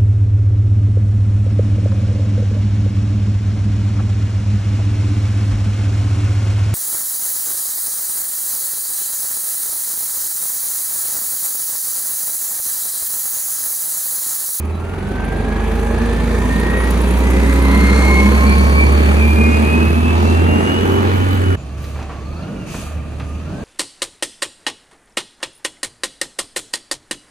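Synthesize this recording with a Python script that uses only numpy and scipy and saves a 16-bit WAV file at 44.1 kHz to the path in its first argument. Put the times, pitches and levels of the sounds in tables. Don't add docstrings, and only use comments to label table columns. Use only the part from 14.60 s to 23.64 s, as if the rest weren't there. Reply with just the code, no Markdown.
import sys
import numpy as np
from scipy import signal
from scipy.fft import rfft, irfft, next_fast_len
from scipy.io import wavfile
from scipy.ndimage import uniform_filter1d

SR = 44100
rng = np.random.default_rng(int(sys.argv[2]) if len(sys.argv) > 2 else 0)


def to_wav(sig):
    pcm = np.clip(np.atleast_2d(sig), -1, 1) * 32767
    pcm = np.round(pcm).astype(np.int16)
    wavfile.write(sys.argv[1], SR, pcm.T)


def magnitude_from_level(level_db):
    exponent = np.asarray(level_db, float) / 20
    return 10 ** exponent


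N = 398663
T = np.arange(N) / SR
SIZE = next_fast_len(N)
HZ = np.maximum(np.fft.rfftfreq(SIZE, 1 / SR), 1)
CUT_S, CUT_FADE_S = 6.954, .02
FAN, MESH = 4.29, 32.38


def columns(table):
    s, *rest = np.transpose(table)
    return [np.interp(T, s, c) for c in rest]


def on_log_hz(table, hz):
    f, value = np.transpose(table)
    return np.interp(np.log(hz), np.log(f), value)


def unit(x):
    return x / np.sqrt(np.mean(np.abs(x) ** 2))


def band(x, lo_hz, hi_hz):
    return signal.sosfilt(signal.butter(2, [lo_hz, min(hi_hz, .45 * SR)], "band", fs=SR, output="sos"), x)


def walk(rate_hz, size=N):
    k = max(int(SR / rate_hz), 1)
    held = np.repeat(rng.standard_normal(size // k + 2), k)
    slewed = uniform_filter1d(uniform_filter1d(held, k), k)
    return unit(slewed[:size])


def tone(turns, wander_hz, depth):
    size = len(turns)
    drift = (walk(wander_hz, size=size) + 1j * walk(wander_hz, size=size)) / np.sqrt(2)
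    shape = np.sqrt(1 - depth ** 2) + depth * drift
    return np.sqrt(2) * np.real(shape * np.exp(2j * np.pi * (turns + rng.random())))


def late(x, lag):
    return np.interp(np.arange(N) - lag, np.arange(N), x)


def ports(x, lag, hz):
    stretch = np.interp(hz, [350, 1600, 3500, 5000], [2.2, 1.05, 0.85, 0.011])
    return np.array([late(x, lag * stretch), x])


# t/s, firing rate f/Hz
NEAR_SPEED = [(0, 37.66), (.25, 42.6), (.5, 46.5), (.75, 49.5), (1.05, 51.9), (1.5, 54.3), (1.95, 56.6),
              (2.6, 61.3), (3.0, 63.7), (3.8, 68.3), (4.6, 73.55), (5.4, 79.8), (5.75, 83.5), (6.2, 89.8),
              (6.45, 92.4), (6.65, 93.5), (6.8, 91.9), (6.95, 90.7)]
# t/s, gear mesh f/Hz
FAR_SPEED = [(6.97, 1090), (7.32, 1190), (7.61, 1120), (7.75, 1260), (7.82, 1385), (7.93, 1480),
             (8.05, 1365), (8.17, 1225), (8.45, 1200), (8.8, 1220), (8.93, 1490), (9.04, 1640)]


def engine_speed():
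    near_hz, = columns(NEAR_SPEED)
    mesh_hz, = columns(FAR_SPEED)
    flywheel_s = .08
    return near_hz, uniform_filter1d(mesh_hz, int(flywheel_s * SR)) / MESH


# f/Hz, width/Hz, level/dB
CAB = [(78, 20.8, 26), (103, 6.7, 2), (198.2, 14.4, 24.5), (228.4, 23.4, 22), (271, 31, 18), (343, 31, 15),
       (395, 22, 15), (800, 260, 18), (990, 71, 19.5), (1083, 140, 24), (1341, 13, 21)]
# f/Hz, width/Hz, level/dB
CASING = [(1545, 390, 25), (1854, 70, 29.5), (2144, 230, 32), (2230, 33, 19), (2295, 45, 27),
          (2464, 120, 28.5), (2544, 420, 24.5), (2818, 270, 24.5), (4260, 180, 29), (4470, 800, 27.5)]


def ringing(hz):
    grid = np.arange(7000.)
    power = sum(magnitude_from_level(2 * db) / (1 + (2 * (grid - f) / width) ** 2) ** 2 for f, width, db in CAB + CASING)
    return np.interp(hz, grid, 10 * np.log10(1 + power))


def tone_levels(firing_hz, drive_db, orders, mix):
    return [db + drive * drive_db + ring * ringing(k * firing_hz)
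            for (k, *_), (db, drive, ring) in zip(orders, mix)]


# multiple of firing rate, middle t/s,
# length/s, level/dB
TONE_SWELLS = [(MESH, 2.17, 0.082, 7.5), (MESH, 2.45, 0.3, -6), (MESH, 4.2, 0.14, 3.4), (MESH, 3.8, .1, -2),
               (MESH, 3.7, 0.22, 3.6), (MESH, 4.1, 0.075, -6), (MESH, 4.87, .2, 2), (MESH, 5.02, .04, -12),
               (MESH, 5.15, .15, 1), (MESH, 5.41, .06, -10), (MESH, 5.59, .1, -9), (MESH, 5.75, .1, -1),
               (MESH, 5.84, .05, -11), (MESH, 5.94, .09, 2), (MESH, 6.03, .06, -8), (MESH, 6.13, .11, 2),
               (MESH, 6.45, .08, -11), (MESH, 6.81, .05, -6), (MESH, 6.89, .07, 2), (MESH, .95, .25, 3),
               (MESH, 6.25, .04, -8), (MESH, 7.87, .15, 4), (MESH, 7.72, .1, 2), (MESH, 8.95, .1, 4),
               (MESH, 8.52, .08, -6), (FAN, .68, .12, -6), (FAN, 2.4, .3, -9), (FAN, 3.1, .6, 3),
               (FAN, 5.41, .16, -8), (FAN, 5.58, .12, 5), (FAN, 5.86, .26, -3), (FAN, 6.25, .35, 4),
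               (FAN, 6.7, 0.21, -16), (FAN, 6.92, 0.045, 4), (FAN, 6.9, 0.36, 4.6), (3, 2.32, 0.43, 5.8),
               (3, 5.05, 0.071, 4), (3, 7, 0.6, -5), (3, 6.5, 1.2, -4), (FAN, 1.6, 1, 1.9), (FAN, 5.25, .15, 2),
               (2, 7.35, .15, 4), (2, 8.09, .2, -16), (2, 6.4, .7, -8), (1, 6.9, .08, 3), (3, 6.35, .6, -4),
               (15.54, 3.75, .5, 5), (MESH, 6.7, .25, 1), (15.54, 6.4, 1.2, -8), (15.54, 1.2, 1.0, -4),
               (2 * FAN, 1.48, 0.16, 9), (2 * FAN, 0.89, 0.25, 4), (2 * MESH, 5.3, 1.4, -5),
               (2, 8.36, 0.16, 2.8), (2, 7.7, 0.2, 2), (2, 9, .05, -9), (2, 8.75, 0.17, 3.8),
               (15.54, 2.0, .9, -9), (15.54, .35, .4, -8), (15.54, 3.35, .2, -6), (15.54, 4.6, .4, -8),
           (15.54, 1.1, .4, 3), (2 * MESH, 2.8, .5, -8), (2 * MESH, 4.4, .35, -8), (2 * MESH, 4.05, .25, 2),
           (2 * MESH, 3.68, .12, -5), (MESH, 7.55, .16, 3), (MESH, 8.06, .12, -4), (MESH, 7.28, .12, -2),
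           (MESH, .82, .06, -8), (MESH, 1.15, .16, -7), (MESH, .35, .12, -5), (MESH, .66, .2, -2),
           (MESH, 1.7, .12, -5), (MESH, 2.38, .1, -8), (MESH, 2.25, .08, 4), (MESH, 2.85, .3, -3),
           (MESH, 8.3, .3, 2), (MESH, 8.72, .15, 3), (15.54, 2.95, .5, -3), (FAN, 8.0, .4, 5),
           (2, 7.55, .2, -4), (2, 8.95, .2, 6), (2 * MESH, 3.78, .1, -4), (3, 3.9, .3, 3), (3, 4.6, .3, 2),
           (3, 6.15, .2, -4), (MESH, 4.66, .1, 6), (MESH, 3.02, .1, -4), (MESH, 3.72, .08, -4),
           (MESH, 3.55, .2, 2), (MESH, 7.72, .14, 2), (MESH, 7.43, .1, -4), (2 * MESH, 4.65, .3, -6),
           (MESH, 4.22, .08, 5)]


def tone_swell(order):
    return sum(db * np.exp(-(2 * (T - t) / length) ** 2)
               for k, t, length, db in TONE_SWELLS if abs(k - order) < .3)


# offset in firing orders, level/dB under the mesh
SIDEBANDS = [(-4, -16), (-2, -15), (-1 / 3, -19), (2, -14), (4, -17)]


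def machinery(firing_hz, levels_db, orders, strand_db, side_db):
    turns = np.cumsum(firing_hz) / SR
    out = 0
    for db, (k, wander_hz, depth) in zip(levels_db, orders):
        patch_db = (1.5 + .05 * T) * np.minimum(walk(14), 1) * (k == MESH) * (T < CUT_S)
        out = out + magnitude_from_level(db + patch_db + tone_swell(k)) * tone(k * turns, wander_hz, depth)
    sides = magnitude_from_level(-5.5) * tone(MESH * turns, wander_hz=263.7, depth=0.96)
    for k, db in SIDEBANDS:
        ring_db = .45 * (ringing((MESH + k) * firing_hz) - ringing(MESH * firing_hz))
        sides = sides + magnitude_from_level(db + ring_db) * tone((MESH + k) * turns, wander_hz=30, depth=0.85)
    strand = magnitude_from_level(levels_db[-1] + strand_db) * tone((orders[-1][0] - 4.5) * turns, wander_hz=350, depth=.97)
    fan = [k for k, *_ in orders].index(FAN)
    overtone = magnitude_from_level(levels_db[fan] - 8.0 + tone_swell(2 * FAN)) * tone(2 * FAN * turns, wander_hz=12, depth=0.54)
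    return out + magnitude_from_level(levels_db[-2] + side_db + .5 * tone_swell(MESH)) * sides + strand + overtone


# multiple of firing rate, wander f/Hz, wander depth 0-1
NEAR_ORDERS = [(1, 5, .08), (1.5, 6, .2), (2, 6, .3), (3, 40, .85), (FAN, 6, .2), (15.54, 50, .55),
               (MESH, 80, .45), (2 * MESH, 150, .88)]
# level/dB, share of closeness, share of panel ringing
NEAR_MIX = [(-50.5, 0.1, 0.98), (-45.5, 0.11, 1.05), (-39.5, 0.5, 0.9), (-44, 1, 0.99), (-51.5, 0.48, 0.95),
            (-53.5, 0.72, 0.89), (-62, 0.8, 0.8)]


def near_tones(firing_hz, exhaust_db, close_db):
    levels_db = [exhaust_db] + tone_levels(firing_hz, close_db, NEAR_ORDERS[1:], NEAR_MIX)
    return machinery(firing_hz, levels_db, NEAR_ORDERS, strand_db=-6, side_db=-4)


# multiple of firing rate, wander f/Hz, wander depth 0-1
FAR_ORDERS = [(2, 8, .15), (3, 8, .5), (FAN, 8, .25), (MESH, 70, .62), (2 * MESH, 120, .82)]
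# level/dB, share of rev gain, share of panel ringing
FAR_MIX = [(-53.5, -1.5, 0.95), (-50, -3.5, .1), (-50, 1, 0.56), (-46.5, -0.4, .02), (-63, -1.5, .02)]
# t/s, pressure level/dB, strain level/dB that moves the whine up an octave
ARM = [(6.97, -13, -4), (7.15, -10, -4), (7.27, 1, -3), (7.66, 0, -4), (7.76, 1, 14), (7.9, -5, 13),
       (8.05, -6, 15), (8.2, 1.5, 14), (8.4, -1, 3), (9.04, -1, -3)]


def far_tones(firing_hz, rev_db):
    *low_db, mesh_db, octave_db = tone_levels(firing_hz, rev_db, FAR_ORDERS, FAR_MIX)
    pressure_db, strain_db = columns(ARM)
    levels_db = low_db + [mesh_db + pressure_db, octave_db + strain_db]
    return machinery(firing_hz, levels_db, FAR_ORDERS, strand_db=-14, side_db=-5)


# t/s, lag of the left port/samples
GEAR_BEARING = [(0, 5.5), (2.2, 5.5), (2.45, 8.5), (3.1, 7.5), (3.5, 5.5), (3.62, 5.5), (3.8, 11),
                (4.4, 10.5), (4.62, 11.5), (4.75, 15), (5.0, 16), (5.6, 14), (5.95, 19), (6.94, 19),
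                (6.97, -6), (9.04, 1)]


def placed(tones, lag):
    def split(order, hz, kind):
        return signal.sosfiltfilt(signal.butter(order, hz, kind, fs=SR, output="sos"), tones)
    bass, whine, top = split(2, 600, "low"), split(4, [1400, 3400], "band"), split(4, 3400, "high")
    gear_lag, = columns(GEAR_BEARING)
    out = ports(bass, lag, 300) + ports(tones - bass - whine - top, lag, 1300)
    return out + ports(top, lag, 4600) + ports(whine, gear_lag, 2260)


# start t/s, end t/s, offset in firing orders, level/dB
FLARES = [(3.202, 3.7, 2, -40), (3.823, 3.98, 2, -32), (4.147, 4.28, 1.3, -33), (4.532, 4.678, 2, -33),
          (4.4, 4.55, 4, -42), (4.707, 5.4, 4, -39), (4.78, 5.0, -4, -33), (4.938, 5.123, -2, -33),
          (5.1, 5.32, 2, -38), (5.42, 5.65, -4, -40), (3.05, 3.22, -2, -34)]


def flares(turns):
    out = np.zeros(N)
    for t0, t1, k, db in FLARES:
        a, b = int(t0 * SR), int(t1 * SR)
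        order = MESH + np.round(3 * k) / 3
        out[a:b] += magnitude_from_level(db) * signal.windows.tukey(b - a, .6) * tone(order * turns[a:b], 40, .35)
    return out


ROAR_HZ = [250, 850, 2800, 7500, 13000]
# f/Hz, width/Hz, level/dB
BODY = [(370, 324, 0.5), (900, 570, 3), (2320, 280, 0), (4110, 390, 3.5)]
# f/Hz, share 0-1
LIKENESS = [(60, .97), (200, .93), (500, .65), (1200, .55), (2500, .5), (4500, .3), (7500, .4),
            (10000, .62), (14000, .92)]
# f/Hz, middle t/s, length/s, level/dB
ROAR_SWELLS = [(270, .15, .3, 3), (260, 1.4, .3, -2), (248, 1.96, 0.31, 4), (343, 2.81, 0.4, 4),
               (710, 3.13, 0.63, -5.5), (256, 3.66, .3, 1.5), (277, 5.3, 0.85, 1), (265, 6.25, 1.1, 5.5),
               (500, 6.45, .7, -1.5), (1000, 6.2, 0.27, -3), (3300, 6.68, 0.43, 4), (500, 5.5, 0.39, -5),
               (13100, 8.2, 0.31, 1), (13000, 1.3, 2.2, -1), (700, 1.76, 0.65, -1), (290, 8.5, 1.2, 2.5),
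               (8100, 4.5, 11, 1.5), (150, 7.92, .25, -4.5), (200, 2, .4, 4), (1000, 3.2, 0.51, 4),
               (1100, 0.78, 1.2, -1.5), (5500, 3.3, 1.2, 2.5), (270, 7.45, .4, 3.5), (3170, 5.7, 0.78, 3.5),
               (600, 6.02, .4, 3.5), (270, 5.9, .4, 3), (396, 5.4, .3, -2.5), (400, 4.42, 0.33, 3),
               (5500, 8.5, .35, -3), (450, 7.05, 0.35, -3.5), (1700, 4, 0.66, -1.5), (3500, 6.4, .4, 2),
               (2300, 6.7, 0.74, -2), (5500, .9, .5, 1)]


def roar(turns, moves_db, colour, lag, trim_db, throb):
    body_db = sum(db / (1 + (2 * (HZ - hz) / width) ** 2) for hz, width, db in BODY)
    rumble_db = -14 * np.clip(np.log2(colour[0][0] / HZ), 0, None)
    shape = magnitude_from_level(on_log_hz(colour, HZ) + body_db + rumble_db + trim_db)
    noise = rfft(rng.standard_normal((3, SIZE))) * shape
    sunk_db = -6 * np.clip((T - 5.75) / .4, 0, 1) * (T < CUT_S)
    swell, out = walk(1.37), 0
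    for hz in 32 * 2 ** np.arange(0, 9.5, .5):
        place = np.interp(np.log(hz), np.log(ROAR_HZ), np.arange(5))
        low = min(int(place), 3)
        db = moves_db[low] + (place - low) * (moves_db[low + 1] - moves_db[low])
        db = db + 0.058 * swell + 1.42 * walk(9)
        db = db + sunk_db * np.exp(-(np.log2(hz / 190) / .3) ** 2)
        for f, t, length, lift_db in ROAR_SWELLS:
            octaves = np.log2(hz / f)
            if abs(octaves) < .8:
                db = db + lift_db * np.exp(-(octaves / .4) ** 2) * np.exp(-(2 * (T - t) / length) ** 2)
        slice_ = np.cos(np.pi * np.clip(np.log2(HZ / hz), -.5, .5))
        direct, left, right = irfft(noise * slice_, SIZE)[:, :N]
        share = np.clip(on_log_hz(LIKENESS, hz), 0, 1)
        diffuse = np.array([left, right])
        out = out + magnitude_from_level(db) * (np.sqrt(share) * ports(direct, lag, hz) + np.sqrt(1 - share) * diffuse)
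    return out * (1 + throb * np.cos(2 * np.pi * turns) + throb * np.cos(np.pi * turns))


# f/Hz, level/dB per Hz
NEAR_COLOUR = [(100, -10.5), (130, -13), (210, -6.5), (295, -13.5), (373, -10.5), (660, -21.5), (840, -21),
               (1170, -23), (2330, -27.5), (3300, -36), (5200, -43.5), (10000, -46), (13500, -47)]
CLOSE_SHARE = [0.64, 0.92, 0.92, 0.35, 0.44]
VIEW_SHARE = [0.11, 0.0082, 0.37, 1.06, 1.23]


def near_roar(turns, close_db, view_db, lag):
    moves_db = np.outer(CLOSE_SHARE, close_db) + np.outer(VIEW_SHARE, view_db)
    return roar(turns, moves_db, NEAR_COLOUR, lag, trim_db=4.0, throb=.16)


# start t/s, hold/s, level/dB
VENTS = [
    (7.17, 0.035, 6.5),
    (8.062, 0.078, 14.5),
]


def vents():
    pop_s, attack_s, release_s = 0.011, 0.069, 0.19
    out = 0
    for t, hold_s, db in VENTS:
        edges = np.cumsum([t, pop_s, attack_s, hold_s, release_s])
        out = out + db * np.interp(T, edges, [0, 0.59, 1, 1, 0])
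    return out


# f/Hz, level/dB per Hz
FAR_COLOUR = [(40, -7), (70, -6), (146, -5), (419, -19.5), (611, -18), (890, -29.5), (1150, -26),
              (2120, -33), (2620, -27), (3320, -36), (6260, -37.5), (10000, -43.5), (13500, -46.5)]
REV_SHARE = [0.85, 0.9, 0.22, 0.49, 0.33]
AIR_SHARE = [.01, .1, .55, 1.01, 1.3]


def far_roar(turns, rev_db, lag):
    moves_db = np.outer(REV_SHARE, rev_db) + np.outer(AIR_SHARE, vents() - 4)
    return roar(turns, moves_db, FAR_COLOUR, lag, trim_db=-6, throb=0.038)


# t/s, peak level/dB
LOUD_TICKS = [(0.4868, -40), (0.6509, -35), (0.7731, -36), (1.3134, -39), (1.4596, -34), (1.5329, -36),
              (1.6447, -38), (1.7888, -34), (1.9989, -26), (2.1101, -32), (2.175, -28), (2.2139, -30),
              (2.2752, -34), (2.3062, -28), (2.377, -35), (2.4144, -27), (2.4828, -30), (2.5092, -26),
              (2.5755, -34), (2.7053, -28), (2.8, -35), (2.8689, -37), (2.9327, -34), (3.1143, -31),
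              (3.1507, -35), (3.1762, -32), (3.241, -29), (3.269, -34), (3.3603, -35), (3.6306, -34),
              (3.8422, -32), (3.8955, -30), (3.9823, -24), (4.2393, -31), (4.3216, -28), (5.1262, -29)]


def valves(turns, view_db):
    tick_s = .012
    hit = np.diff(np.floor(turns / 2), prepend=0) > 0
    puff = signal.lfilter([1], [1, -np.exp(-1 / (tick_s * SR))], hit * magnitude_from_level(2.5 * rng.standard_normal(N)))
    db = -51 + view_db - 4 * np.maximum(T - 3, 0)
    loud = sum((T >= t) * magnitude_from_level(peak - 60 * np.clip(T - t, 0, 1) / 0.067) for t, peak in LOUD_TICKS)

    def ring(x):
        return unit(band(band(x, 9540, 10560), 7250, 11200)) + magnitude_from_level(-9) * unit(band(x, 13000, 14300))
    return magnitude_from_level(db) * ring(puff * rng.standard_normal(N)) + magnitude_from_level(-6.0) * loud * ring(rng.standard_normal(N))


def burst(t, db, lo_hz, hi_hz, t60):
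    fade = (T >= t) * magnitude_from_level(-60 * np.clip(T - t, 0, None) / t60)
    return magnitude_from_level(db) * fade * unit(band(rng.standard_normal(N), lo_hz, hi_hz))


# t/s, peak level/dB, ring f/Hz, t60/s
KNOCKS = [(7.242, -34, 3000, 0.093), (7.358, -31, 900, 0.17), (7.389, -29.5, 990, 0.42),
          (7.427, -33, 4500, 0.032), (7.494, -28.5, 900, 0.52), (8.142, -28, 900, 0.22),
          (8.599, -28.5, 1470, 0.22), (8.922, -37, 900, 0.18), (6.095, -20, 500, 0.054),
          (.487, -42, 7140, 0.016), (1.533, -35, 6200, .02)]


def knocks():
    out = sum(burst(t, db - 2.5, hz / 7.0, hz * 1.35, t60) for t, db, hz, t60 in KNOCKS)
    return out + burst(7.22, -50, 12500, 14300, .7)


# start t/s,
# end t/s, start f/Hz, end f/Hz, level/dB
WHISTLES = [(1.05, 1.65, 5900, 6700, -57), (2.7, 3.6, 7700, 8900, -50), (5.9, 7.0, 12100, 13950, -48),
            (2.16, 2.28, 10600, 10300, -40), (2.2, 2.27, 5300, 5100, -47), (6.96, 7.05, 7050, 7050, -55),
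            (6.99, 7.11, 9000, 9000, -64), (8.66, 8.71, 10200, 9900, -57), (.1, .2, 3900, 3950, -55),
            (7.35, 7.56, 785, 770, -46), (7.96, 8.08, 1400, 1370, -52)]
# start t/s, end t/s, start f/Hz, end f/Hz, level/dB
BUZZ = [(3.02, 3.65, 4200, 4300, -45), (3.55, 4.7, 4400, 4420, -47), (4.15, 4.55, 4380, 4450, -44),
        (1.05, 1.6, 1600, 1700, -40), (1.75, 2.2, 980, 1000, -36.5)]
CHIRPS_S = [7.652, 7.715, 7.762, 7.818]
# length/s, start f/Hz, end f/Hz, level/dB
CHIRP = (.023, 4420, 4250, -50)


def whistles():
    out = np.zeros(N)
    notes = [(t, t + CHIRP[0], *CHIRP[1:]) for t in CHIRPS_S]
    for rows, wander in ((WHISTLES, .008), (notes, .16), (BUZZ, .1)):
        for t0, t1, hz0, hz1, db in rows:
            a, b = int(t0 * SR), int(t1 * SR)
            glide = np.cumsum(np.linspace(hz0, hz1, b - a)) / SR
            out[a:b] += magnitude_from_level(db) * signal.windows.tukey(b - a, .5) * tone(glide, wander * hz0, .85)
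    return out


# t/s, peak level/dB
GRIT = [(2.3064, -22), (2.5885, -26), (2.7047, -24), (2.9376, -25), (3.1144, -33), (3.4909, -29)]


def grit():
    out = 0
    for t, db in GRIT:
        scatter = burst(t + .003, db - 13, 5500, 11000, .05)
        out = out + burst(t, db - 3, 9500, 15500, .009) + band(scatter, 5000, 10800)
    return out


def wake():
    db = -33 + 4 * np.minimum(T - 6.2, 0)
    return magnitude_from_level(db + 1.6 * walk(7.9)) * unit(band(rng.standard_normal(N), 49, 71))


# t/s, exhaust outlet level/dB, closeness/dB, clear view of the engine bay/dB
PASS = [(0, -44, -13.5, -3.5), (.16, -38, -10.5, -4), (.6, -23, -5, -4), (1.15, -18.5, -1.5, -1),
        (1.9, -17.5, -.5, 2.5), (2.6, -13, 0, 3.5), (3.3, -11, 3, 6), (3.8, -10, 3.5, 5.5),
        (4.85, -11, 3, 3), (5.12, -14.5, 2.5, 2.5), (5.85, -12, 2.5, 1), (6.1, -21.5, 4, -0.5),
        (6.3, -16, 4.5, -0.5), (6.95, -14.5, -0.5, -0.5)]
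# t/s, lag of the left port/samples
BEARING = [(0, 0.5), (1, 1.5), (3.6, 6), (4.1, 10.5), (4.6, 10.5), (6.94, 13.5), (6.97, -2.5), (9.04, -1)]


def scene():
    lag, = columns(BEARING)
    exhaust_db, close_db, view_db = columns(PASS)
    far_share = np.clip((T - CUT_S) / CUT_FADE_S, 0, 1)
    near_share = magnitude_from_level(-60 * far_share)
    near_hz, far_hz = engine_speed()
    rev_db = 14 * np.log2(far_hz * MESH / 1265)
    turns, far_turns = np.cumsum(near_hz) / SR, np.cumsum(far_hz) / SR
    tones = near_share * near_tones(near_hz, exhaust_db, close_db) + far_share * far_tones(far_hz, rev_db)
    near = near_roar(turns, close_db, view_db, lag) + valves(turns, view_db) + wake()
    out = placed(tones, lag) + near_share * (T < CUT_S + CUT_FADE_S) * near
    out = out + far_share * far_roar(far_turns, rev_db, lag)
    return out + knocks() + whistles() + ports(flares(turns), lag / 3, 2400)


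# low f/Hz, high f/Hz, share of blocks 0-1
DROPOUTS = [(5000, 5500, .07), (7100, 7400, .06), (8500, 8900, .05), (11120, 11600, .68),
            (12150, 12500, .25), (14000, 14700, .3)]


def dropouts(x):
    block = 1024
    mid = rfft(x.mean(axis=0), SIZE)
    for lo, hi, share in DROPOUTS:
        chance = uniform_filter1d(rng.standard_normal(N // block + 1), size=2)
        gone = np.repeat(chance < np.quantile(chance, share), block)[:N] * 1.
        x = x - uniform_filter1d(gone, size=block // 2) * irfft(mid * (HZ > lo) * (HZ < hi), SIZE)[:N]
    return x


def roll_off(x):
    return signal.sosfilt(signal.butter(12, 15620, fs=SR, output="sos"), x)


# f/Hz, level/dB
MIC = [(4700, 0), (5300, -4), (5800, 1), (6800, 0), (7250, -4), (7700, 0), (8450, 0), (8750, -4), (9050, 0),
       (11100, 0), (11400, -5), (11500, -40), (12300, -40), (12450, -1), (14300, -3), (14600, -70)]
# f/Hz, phase/rad
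PORT_PHASE = [(5000, 0), (6000, -.3), (7700, -1.6), (8800, -1.6), (9600, 1.2), (11000, 1.4), (12300, 1.8),
              (13100, 1.5), (16000, 1.5)]


def record(dry):
    balance_db = on_log_hz([(100, 1.0), (400, 0.19), (700, 0.91), (2000, 0.029), (4400, 0.69), (12000, 0.12)], HZ)
    left = magnitude_from_level(-balance_db) * np.exp(1j * on_log_hz(PORT_PHASE, HZ))
    x = irfft(rfft(dry, SIZE) * np.array([left, magnitude_from_level(balance_db)]), SIZE)
    x = signal.sosfilt(signal.butter(2, 28, "high", fs=SR, output="sos"), x)
    x = x / (1 + (x / .93) ** 4) ** (1 / 4)
    x = irfft(rfft(x) * magnitude_from_level(on_log_hz(MIC, HZ)), SIZE)[:, :N]
    return roll_off(dropouts(x) + grit())


dry = scene()
out = record(dry)
to_wav(out)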